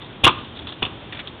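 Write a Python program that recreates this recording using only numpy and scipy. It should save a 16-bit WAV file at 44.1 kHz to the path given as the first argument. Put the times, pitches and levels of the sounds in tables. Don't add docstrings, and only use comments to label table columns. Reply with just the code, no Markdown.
import sys
import numpy as np
from scipy import signal
from scipy.fft import rfft, irfft
from scipy.io import wavfile

SR = 44100
rng = np.random.default_rng(int(sys.argv[2]) if len(sys.argv) > 2 else 0)


def bounce(signal):
    frames = np.transpose(np.atleast_2d(signal))
    limited = np.clip(frames, -1, 1)
    pcm = np.round(limited * 32767).astype(np.int16)
    wavfile.write(sys.argv[1], SR, pcm)


N = 61739
TIME = np.arange(N) / SR


def from_db(db):
    return 10 ** (np.asarray(db) / 20)


def noise(spectrum):
    hz, db = np.transpose(spectrum)
    freq = np.maximum(np.arange(N // 2 + 1) * SR / N, 1)
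    colour = from_db(np.interp(np.log(freq), np.log(hz), db))
    roll_off = np.minimum(freq / hz[0], 1) * np.minimum(hz[-1] / freq, 1) ** 4
    x = irfft(rfft(rng.standard_normal(N)) * colour * roll_off, N)
    return x / x.std()


def bursts(times, levels_db, spectrum, t60_s, attack_s=0.00026):
    age = np.maximum(TIME - times[:, None], 0)
    shape = (1 - np.exp(-age / attack_s)) * np.exp(-np.log(1000) * age / t60_s)
    envelopes = from_db(levels_db)[:, None] * shape
    return noise(spectrum) * np.sqrt((envelopes ** 2).sum(axis=0))


def ring(times, levels_db, modes, spread_db=2.0):
    strength = from_db(levels_db[:, None] + spread_db * rng.standard_normal((len(times), len(modes))))
    out = np.zeros(N)
    for k, (hz, db, t60) in enumerate(modes):
        clicks = np.zeros(N)
        np.add.at(clicks, (times * SR).astype(int), strength[:, k])
        radius = np.exp(-np.log(1000) / (t60 * SR))
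        angle = 2 * np.pi * hz / SR
        feedback = [1, -2 * radius * np.cos(angle), radius * radius]
        tone = signal.lfilter([0, np.sin(angle)], feedback, clicks + 1e-18)
        out += (-1) ** k * from_db(db) * tone
    return out


def drift(rate_hz):
    return np.interp(TIME * rate_hz, np.arange(200), rng.standard_normal(200))


# (frequency [Hz], relative level [dB])
STREET_COLOUR = [(25, -28), (40, -9), (58, -2), (110, 1.5), (200, -2), (300, -1.5), (500, -9.5), (750, -11),
                 (1100, -11.5), (2000, -17), (2800, -16.5), (3500, -12.5), (4000, -19.5)]
def street(level_db=-39.5, waver_db=1):
    return noise(STREET_COLOUR) * from_db(level_db + waver_db * drift(rate_hz=16))


# (delay [s], level [dB])
WALL_ECHOES = [(.0135, -17), (.031, -28.5), (.102, -30.5)]
def walls(x, tail_db=-18.5, t60_s=0.48, build_s=0.015):
    envelope = (1 - np.exp(-TIME / build_s)) * np.exp(-np.log(1000) * TIME / t60_s)
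    response = rng.standard_normal(N) * envelope
    response *= from_db(tail_db) / np.linalg.norm(response)
    for delay, db in WALL_ECHOES:
        response[int(delay * SR)] += from_db(db)
    return signal.fftconvolve(x, response)[:N]


# (frequency [Hz], relative level [dB])
ROLL_COLOUR = [(50, -8.5), (105, 7), (180, -5.5), (300, -1.5), (600, -8.5), (1100, -13), (2000, -20),
               (3000, -10), (3500, -10), (4000, -16.5)]
def rolling(start_s=0.35, level_db=-42, fade_db_per_s=5, rough_db=2):
    age = TIME - start_s
    rumble = noise(ROLL_COLOUR) * (age > 0)
    return rumble * from_db(level_db - fade_db_per_s * age + rough_db * drift(rate_hz=40))


# (time [s], level [dB])
RATTLE_CUES = [(.017, -30), (.032, -40), (.044, -33.5), (0.063, -37), (.384, -33.5), (.402, -36.5),
               (.446, -34), (.552, -37.5), (0.5617, -36), (0.57, -29), (0.5906, -29.5), (.622, -37.5),
               (0.645, -41.5), (.670, -23.5), (.682, -28.5), (0.69, -26), (.701, -32.5), (0.7215, -26),
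               (.738, -36.5), (1.258, -40), (1.268, -36), (1.273, -26.5), (1.279, -33.5)]
# (frequency [Hz], relative level [dB])
RATTLE_COLOUR = [(200, -14.5), (700, -5.5), (1400, -7.5), (2200, -13), (3000, -4.5), (3500, 4.5),
                 (4000, -3.5)]
def rattles():
    times, levels_db = np.transpose(RATTLE_CUES)
    return bursts(times, levels_db, RATTLE_COLOUR, t60_s=0.048, attack_s=0.001)


# (time [s], level [dB])
GRIT_CUES = [(1.124, -19), (1.147, -23), (1.169, -25), (1.1900, -20.5), (1.194, -21.5)]
# (frequency [Hz], relative level [dB])
GRIT_COLOUR = [(500, -18), (1200, -5), (1900, 0), (2600, 1.5), (3100, -2), (3550, 2.5), (4100, -4.5)]
def grit():
    times, levels_db = np.transpose(GRIT_CUES)
    return bursts(times, levels_db, GRIT_COLOUR, t60_s=0.049, attack_s=0.0041)


# (frequency [Hz], level [dB], t60 [s])
WHEEL_RING = [(355, -10.5, 0.038), (431.5, -12, 0.031), (785, -11, .04), (1074, -12.5, 0.036)]
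# (frequency [Hz], relative level [dB])
THUD_COLOUR = [(30, -31), (55, -18), (90, 2.5), (150, -0.5), (210, -5), (350, -1.5), (520, -7),
               (800, -16.5), (1500, -44)]
def wheels(times, levels_db):
    knock = ring(times, levels_db, WHEEL_RING)
    thud = bursts(times, levels_db - 6.5, THUD_COLOUR, t60_s=0.055)
    return knock + thud


# (frequency [Hz], level [dB], t60 [s])
DECK_RING = [(513.3, -14.5, .04), (777, -16.5, .05), (914, -13, 0.06), (963, -16.5, 0.052),
             (1004.4, -17.5, 0.15), (1063, -15, 0.074), (1137, -9, 0.082), (1213, -19.5, 0.18),
             (1280, -18, 0.067), (1483, -18.5, 0.03), (1814, -22.5, 0.043)]
# (frequency [Hz], relative level [dB])
DECK_COLOUR = [(300, -23.5), (650, -10), (800, -9), (1080, 0.5), (1400, -6.5), (1900, -14.5), (2600, -9.5),
               (3800, -11.5)]
def deck(times, levels_db):
    clang = ring(times, levels_db - 2.5, DECK_RING)
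    crack = bursts(times, levels_db - 7, DECK_COLOUR, t60_s=0.06)
    return clang + crack


# (frequency [Hz], level [dB], t60 [s])
COLUMN_RING = [(2132, -18.5, .03), (2480, -13, .05), (2607, -12.5, 0.063), (2673, -12, 0.017),
               (2816, -7, 0.033), (3033, -13.5, 0.022), (3313, -12.5, 0.08), (3488, -10.5, .06),
               (3665, -19.5, 0.031)]
# (frequency [Hz], relative level [dB])
COLUMN_COLOUR = [(600, -29.5), (1400, -10.5), (1900, -17), (2400, -4.5), (2800, 5), (3100, -3), (3500, 0.5),
                 (4000, -7.5)]
# (frequency [Hz], level [dB], t60 [s])
METAL_SNAP = [(2962, -6.5, 0.013)]
def steering_column(times, levels_db):
    clink = ring(times, levels_db - 4, COLUMN_RING)
    crack = bursts(times, levels_db - 6.5, COLUMN_COLOUR, t60_s=0.036)
    snap = ring(times, levels_db, METAL_SNAP)
    return clink + crack + snap


# (time [s], wheel level [dB], deck level [dB], column level [dB])
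KNOCK_CUES = [(0.2363, -13.5, -18, -13), (.2400, -9.5, -16, -3.5), (0.2453, -11, -18, 2),
              (0.2494, -9, -23.5, -14), (.2520, -26, -13, 2), (.2630, -10, -7.5, -14),
              (0.266, -6.5, 0.5, -7), (0.2726, -15, -3.5, -10.5), (.2760, -16.5, -4, -1.5),
              (.2828, -17, -7, -11), (0.2938, -18.5, -21, -20), (0.311, -24.5, -24, -27),
              (.8230, -16, -17, -30), (0.827, -20, -17, -9), (0.8319, -20.5, -21.5, -21),
              (0.8511, -22, -37, -15), (.8630, -27.5, -27, -22.5)]
def knocks():
    times, wheel_db, deck_db, column_db = np.transpose(KNOCK_CUES)
    return wheels(times, wheel_db) + deck(times, deck_db) + steering_column(times, column_db)


def scene():
    scooter = knocks() + rolling() + rattles() + grit()
    return (street() + scooter + walls(scooter))[None]


# (frequency [Hz], gain [dB])
MIC_ROLL_OFF = [(3650, 0), (3950, -9.5), (4350, -14.5), (4700, -43), (5300, -88.5)]
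def record(dry, ceiling=0.68, hardness=11, cutoff_hz=16000):
    mirrored = np.concatenate([dry, dry[:, ::-1]], axis=1)
    freq = np.arange(N + 1) * SR / (2 * N)
    band = from_db(np.interp(freq, *np.transpose(MIC_ROLL_OFF)))
    narrow = irfft(rfft(mirrored) * band, 2 * N)[:, :N]
    clipped = narrow / (1 + np.abs(narrow / ceiling) ** hardness) ** (1 / hardness)
    high_cut = signal.cheby2(12, 70, cutoff_hz, fs=SR, output="sos")
    return signal.sosfilt(high_cut, clipped)


dry = scene()
out = record(dry)
bounce(out)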